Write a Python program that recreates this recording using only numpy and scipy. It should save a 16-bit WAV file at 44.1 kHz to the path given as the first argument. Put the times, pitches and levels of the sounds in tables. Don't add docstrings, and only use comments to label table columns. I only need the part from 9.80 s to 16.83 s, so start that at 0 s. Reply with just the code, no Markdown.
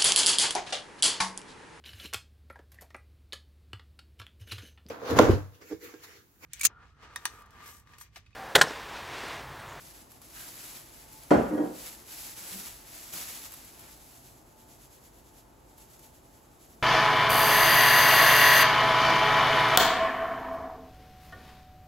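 import sys
import numpy as np
from scipy import signal
from scipy.fft import rfft, irfft, next_fast_len
from scipy.io import wavfile
from scipy.ndimage import map_coordinates

SR = 44100
rng = np.random.default_rng(int(sys.argv[2]) if len(sys.argv) > 2 else 0)


def wrap_up_sound(samples):
    columns = np.atleast_2d(samples).T
    tamed = np.clip(columns, -1, 1)
    steps = np.round(tamed * 32767).astype(np.int16)
    wavfile.write(sys.argv[1], SR, steps)


N = 309863

# time in seconds, level in dB, treble cutoff in Hz, clatter in dB.
BOTTLE_HITS = [(1.5067, -32.5, 6000, 15.5), (1.508, -24, 1500, 4.5), (1.5120, -7.5, 850, 4),
               (1.5180, -20.5, 1290, 3), (1.535, -20, 950, 5), (1.573, -38, 800, 10),
               (1.7073, -27.5, 450, 9.5), (1.731, -31.5, 447, 14.5), (1.7781, -23, 870, 2),
               (1.8052, -29, 600, 6.5), (1.8379, -33, 650, 9)]
# pitch in Hz, level in dB, fade time in seconds.
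WORKTOP_TONES = [(137, -19, 0.62), (185.2, -11, 0.37), (229.5, -14, 0.38), (271.7, -12.5, 0.31),
                 (299.8, 2, 0.15), (367, -11, 0.39), (410, -23, 0.39), (466, -16, 0.29), (506, -15.5, .35),
                 (570, -20, 0.44), (620, -12.5, 0.4), (719, -14.5, 0.31), (768, -14, .32), (818, -23, 0.27),
                 (994, -19, 0.34), (1098, -23, 0.21), (1370, -10, 0.2), (1452, -14, 0.25),
                 (1733, -15, 0.27), (1920, -12, 0.16), (2060, -20, .3), (2600, -21, .25), (3214, -4, 0.073),
                 (4330, -8, 0.089), (5120, -16, .2)]
RIM_TONES = [(303, 0.5, 0.025), (456, -9, 0.44), (514, -8, 0.17), (958, -24.5, .05), (1660, -28, 0.34),
             (1885, -29, .1)]
CABINET_TONES = [(54.6, -34, 0.56), (72.4, -32, 0.45), (99.7, -25.5, 0.21), (124.6, -22, 0.2)]
GLASS_TONES = [(3170, -60, .12), (4350, -46, 0.05), (4370, -48, 0.038), (5100, -51, .04), (5480, -54, .03),
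               (8400, -43, 0.035)]
# time of the peak in seconds, level in dB, length in seconds.
RIM_ROLLS = [(1.712, -32, .012), (1.74, -25.5, 0.033), (1.785, -33, 0.016), (1.806, -23, 0.016),
             (1.843, -30.5, 0.011)]
CAP_TWISTS = [(.572, -48, 0.018), (.635, -51, 0.051)]
CANISTER_BUMPS = [(2.62, -61, .08), (2.765, -46, 0.081), (3.355, -54.5, 0.047), (4.035, -62, 0.034),
                  (6.24, -67, 0.04)]
# start, rise time and length in seconds, level in dB, rubbing in dB.
ARM_MOVES = [(-.02, 0.027, 0.2, -53, 1), (0.29, 0.017, 0.043, -57.5, 0), (0.407, 0.015, 0.092, -57.5, 0),
             (0.506, 0.062, 0.29, -48, -0.5), (0.749, .1, 0.22, -47.5, 0.5), (1.105, .03, 0.09, -57.5, -17),
             (1.278, 0.061, 0.11, -53, -8), (1.9, .13, .18, -44.5, 0), (2.242, 0.11, 0.24, -43, -2),
             (2.549, 0.029, 0.33, -44, -0.5), (2.68, 0.063, 0.071, -43, 0), (3.043, 0.11, 0.243, -47, -0.5),
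             (3.319, 0.016, .17, -41, 0), (3.485, 0.085, 0.17, -46.5, 0.5), (3.71, 0.032, 0.18, -54, 0),
             (3.99, .03, 0.074, -55, 6.5), (4.07, 0.045, 0.054, -54, -14), (4.186, 0.029, 0.31, -58, -2)]
# start in seconds, level in dB.
GLOVE_SNAPS = [(0.3176, -40.5), (0.417, -39), (1.3285, -39), (1.4344, -38), (3.3362, -27), (3.7203, -34),
               (3.7387, -32), (3.846, -38), (3.9943, -37), (4.0082, -39), (5.9806, -41), (6.1923, -41.5)]
# time in seconds, flicks per second.
SHAKE_SPEED = [(5.0, 8.88), (5.7, 9.4), (6.3, 8.5), (6.45, 10.8)]
# time in seconds, level in dB.
SALT_FLOW = [(4.47, -57.5), (4.68, -64.5), (4.92, -55.5), (5.25, -58), (5.46, -62.5), (5.57, -56),
             (5.69, -78), (5.8, -74), (5.91, -63.5), (6.01, -56.5), (6.25, -54), (6.45, -65), (6.55, -60.5),
             (6.72, -69), (6.85, -57), (7.02, -64.5)]
FRIDGE_WHINE = [(.9, -77), (1.35, -62), (2.2, -67.5), (4.7, -69), (4.87, -60), (5.05, -75), (6.0, -66),
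                (6.7, -75)]
# pitch in Hz, level in dB.
FRIDGE_HUM = [(53.8, -81), (236.9, -72.5), (290.7, -77), (678.3, -72)]
# frequency in Hz, level there in dB.
CLATTER_COLOUR = [(40, -40), (110, -24), (220, 2.5), (350, -2), (650, 0.5), (1050, -4.5), (1400, -3.5),
                  (2200, -12.5), (4000, -24), (8000, -18), (15000, -15.5)]
SALT_COLOUR = [(500, -33), (1500, -7.5), (3000, -5), (5000, -5), (7200, -1), (9000, -4.5), (12000, 0.5),
               (14500, -6), (16000, -17)]
CLOTH_COLOUR = [(100, -10), (200, -4.5), (450, -5.5), (800, -3), (1100, -3), (1700, -3), (2200, -2.5),
                (3300, -4), (4500, -2.5), (7000, -2), (12500, 0), (14500, -2.5), (16000, -18)]
GLOVE_COLOUR = [(300, -13), (1500, -4), (4000, -7), (8000, -3), (13000, 6.5), (16000, -13)]
CAP_COLOUR = [(700, -37), (1200, -3), (1600, 6), (2100, -7), (2900, -5), (5000, -28)]
CANISTER_COLOUR = [(60, -9), (130, -12), (190, 17), (280, -6), (600, -4), (1500, -31), (4000, -11)]
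AIR_COLOUR = [(15, -37), (30, -19), (38, -2), (50, 2), (90, -4.5), (130, -2), (180, -9.5), (330, -4.5),
              (450, -10.5), (880, -10), (1050, -13.5), (2200, -25.5), (4000, -29.5), (12000, -28.5),
              (16000, -39)]
# frequency in Hz, fade time in seconds.
CLATTER_FADE = [(80, 0.34), (300, 0.49), (1000, 0.37), (3000, 0.53), (10000, 0.34)]
ROOM_FADE = [(80, 0.32), (300, 0.36), (1000, 0.79), (3000, 0.58), (10000, 0.39)]
# frequency in Hz, likeness from 0 (unrelated) to 1 (the same).
STEREO_LIKENESS = [(60, 0.86), (300, 0.78), (500, 0.31), (900, 0), (1500, 0.13), (2300, 0.38), (3500, 0.65),
                   (4400, 0.51), (5300, 0.24), (6500, 0.67), (8000, 1)]
# frequency in Hz, lead in radians.
RIGHT_LEAD = [(0, 0), (7300, 0), (8200, 1.4), (9000, 3.14), (10000, 4.6), (10900, 6.2), (11600, 6.4),
              (13300, 9.4), (14000, 10.6), (14700, 12.5)]


def bottle(ring_db=-4, clatter_db=-9, room_db=-10, scatter_db=2.5, slab_hz=160):
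    out, t = np.zeros((2, N)), clock()[:SR // 2]
    hz, level, fade_s = np.transpose(WORKTOP_TONES)[:, :, None]
    skew = stereo_angle(hz) * (-1) ** np.arange(len(hz))[:, None]
    direction = np.where(hz > 400, rng.choice([-1, 1], hz.shape), 1)
    tones = direction * fade(t, fade_s) * np.sin(2 * np.pi * hz * t + np.array([skew, -skew]))
    for start, db, cutoff_hz, loose_db in BOTTLE_HITS:
        clatter = fade_by_pitch(noise(CLATTER_COLOUR, len(t)), CLATTER_FADE)
        ring = np.sum(amp(level + scatter_db * rng.standard_normal(hz.shape)) * tones, axis=1)
        blow = amp(ring_db) * ring + amp(clatter_db + loose_db) * clatter
        soften = signal.butter(2, cutoff_hz, fs=SR)
        add(out, start, amp(db) * signal.lfilter(*soften, blow))
    bass_cut = signal.butter(2, slab_hz, "high", fs=SR)
    out = signal.lfilter(*bass_cut, out) + rolling_rim()
    return out + amp(room_db) * room_echo(out.mean(axis=0)) + cabinet_boom()


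def rolling_rim(roll_db=3):
    push, out = amp(roll_db) * swells(RIM_ROLLS), np.zeros(N)
    for hz, db, fade_s in RIM_TONES:
        carry = fade(1 / SR, fade_s)
        loudness = amp(db) * signal.lfilter([1 - carry], [1, -carry], push)
        out += loudness * np.sin(2 * np.pi * hz * clock() + .2 * wobble(80))
    return out


def cabinet_boom(start_s=1.526, rise_s=0.022):
    t = np.maximum(clock() - start_s, 0)
    return (1 - np.exp(-(t / rise_s) ** 2)) * ringing(CABINET_TONES, t)


def glass_ping(start_s=1.5065):
    return ringing(GLASS_TONES, np.maximum(clock() - start_s, 0))


def salt(first_flick_s=4.36, spurt_s=0.064, trickle_db=-73, flutter_db=0.86, spill_db=-12):
    t = clock()
    flicks = np.cumsum(curve(SHAKE_SPEED, t)) / SR
    flicks -= np.interp(first_flick_s, t, flicks)
    peak_times = np.interp(np.arange(int(flicks[-1]) + 1), flicks, t)
    spurts = swells([(s, curve(SALT_FLOW, s), spurt_s) for s in peak_times])
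    pouring = np.clip((t - first_flick_s) / .1 + 1, 0, 1)
    trickle = pouring * np.hypot(amp(trickle_db), amp(curve(SALT_FLOW, t) + spill_db))
    loudness = np.hypot(spurts, trickle) * amp(flutter_db * wobble(50))
    return loudness * coloured(grains(per_second=2000, spread_db=3, share=0.2), SALT_COLOUR)


def sleeves(rustle_db=2, rub_db=-1, flutter_db=1.0, rub_hz=2800, sag_db_per_s=6.5, settle_s=0.094,
            stir_db=-57.5, stir_rub_db=3, stir_start_s=.5, stir_end_s=4.0):
    t = clock()
    settle = lambda end: np.exp(-np.maximum(t - end, 0) / settle_s)
    stir = amp(stir_db) * (t >= stir_start_s) * settle(stir_end_s)
    hiss_power, rub_power = stir ** 2, (stir * amp(stir_rub_db)) ** 2
    for start, rise, length, db, firm_db in ARM_MOVES:
        age = np.maximum(t - start, 0)
        drag = np.minimum(age / rise, 1) * amp(db - sag_db_per_s * age) * settle(start + length)
        hiss_power += drag ** 2
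        rub_power += (drag * amp(firm_db)) ** 2
    fibres = coloured(grains(per_second=2500, spread_db=1.5, share=0.25), CLOTH_COLOUR)
    body = filtered(fibres, lambda hz: 1 / (1 + (hz / rub_hz) ** 4))
    hiss = np.sqrt(hiss_power) * (fibres - body)
    rubbing = amp(rub_db) * np.sqrt(rub_power) * body
    return amp(rustle_db + flutter_db * wobble(45)) * (hiss + rubbing)


def gloves(snap_db=-8, fade_s=0.044):
    out, t = np.zeros((2, N)), clock()[:SR // 4]
    for start, db in GLOVE_SNAPS:
        add(out, start, amp(db + snap_db) * fade(t, fade_s) * noise(GLOVE_COLOUR, len(t)))
    return out


def cap():
    return swells(CAP_TWISTS) * coloured(grains(per_second=220, spread_db=2.5, share=0.51), CAP_COLOUR)


def canister():
    return swells(CANISTER_BUMPS) * noise(CANISTER_COLOUR)


def fridge(hum_db=-1, waver_db=3, whine_hz=874, whine_waver_db=2, stray_radians=.7):
    t, hum = clock(), np.zeros(N)
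    for hz, db in FRIDGE_HUM:
        loudness = amp(db + hum_db + waver_db * wobble(10))
        hum += loudness * np.sin(2 * np.pi * hz * t + 1.5 * wobble(22))
    drift = stray_radians * np.array([wobble(40), wobble(40)]) + wobble(8.8)
    whine_db = curve(FRIDGE_WHINE, t) + whine_waver_db * wobble(8.8)
    return hum + amp(whine_db) * np.sin(2 * np.pi * whine_hz * t + drift)


def still_air(level_db=-57):
    return amp(level_db) * noise(AIR_COLOUR)


def room_echo(sound, build_s=0.015):
    tail = spread(fade_by_pitch(rng.standard_normal((2, SR)), ROOM_FADE))
    tail *= 1 - np.exp(-clock()[:SR] / build_s)
    return signal.fftconvolve(sound[None], tail / np.linalg.norm(tail[0]), axes=1)[:, :N]


def amp(db):
    return 10 ** (np.asarray(db) / 20)


def unit(x):
    return x / np.sqrt(np.mean(x ** 2) + 1e-20)


def clock():
    return np.arange(N) / SR


def curve(rows, at):
    return np.interp(at, *np.transpose(rows))


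def at_pitch(rows, hz):
    row_hz, values = np.transpose(rows)
    return np.interp(np.log(hz + 1), np.log(row_hz + 1), values)


def wobble(per_second):
    return map_coordinates(rng.standard_normal(int(N * per_second / SR) + 4), [clock() * per_second])


def fade(t, fade_s):
    return np.exp(-np.log(1000) * t / fade_s)


def ringing(tones, t):
    return sum(amp(db) * fade(t, fade_s) * np.sin(2 * np.pi * hz * t) for hz, db, fade_s in tones)


def fade_by_pitch(pair, fade_times):
    hz, t, bands = signal.stft(pair, SR, nperseg=256)
    bands *= fade(t, at_pitch(fade_times, hz)[:, None])
    return signal.istft(bands, SR, nperseg=256)[1][:, :pair.shape[1]]


def filtered(sound, response):
    length = sound.shape[-1]
    padded = next_fast_len(length + 8192)
    return irfft(rfft(sound, padded) * response(np.fft.rfftfreq(padded, 1 / SR)), padded)[..., :length]


def stereo_angle(hz):
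    return np.arccos(np.clip(at_pitch(STEREO_LIKENESS, hz), -1, 1)) / 2


def spread(pair):
    mid, side = filtered(pair, lambda hz: np.array([np.cos(stereo_angle(hz)), np.sin(stereo_angle(hz))]))
    return np.array([mid + side, mid - side])


def coloured(pair, colour):
    return unit(spread(filtered(pair, lambda hz: amp(at_pitch(colour, hz)))))


def noise(colour, samples=N):
    return coloured(rng.standard_normal((2, samples)), colour)


def grains(per_second, spread_db, share):
    hits = rng.random(N) < per_second / SR
    sizes = amp(spread_db * np.clip(rng.standard_normal(N), -2, 2))
    ticks = unit(hits * sizes * rng.standard_normal((2, N)))
    return np.sqrt(share) * ticks + np.sqrt(1 - share) * rng.standard_normal((2, N))


def swells(rows):
    t = clock()
    return np.sqrt(sum(amp(db) ** 2 * np.exp(-(2 * (t - s) / length) ** 2) for s, db, length in rows))


def add(track, start_s, sound):
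    part = track[..., round(start_s * SR):][..., :sound.shape[-1]]
    part += sound[..., :part.shape[-1]]


def scene():
    landing = bottle() * amp([[-.3], [.3]]) + glass_ping()
    clothes = (sleeves() + gloves()) * amp([[.2], [-.2]])
    return landing + clothes + salt() + cap() + canister() + fridge() + still_air()


def record(dry, top_hz=15800):
    def response(hz):
        half_lead = curve(RIGHT_LEAD, hz) / 2
        return np.exp(1j * np.array([-half_lead, half_lead])) * (hz < top_hz)
    return filtered(dry, response)


dry = scene()
out = record(dry)
wrap_up_sound(out)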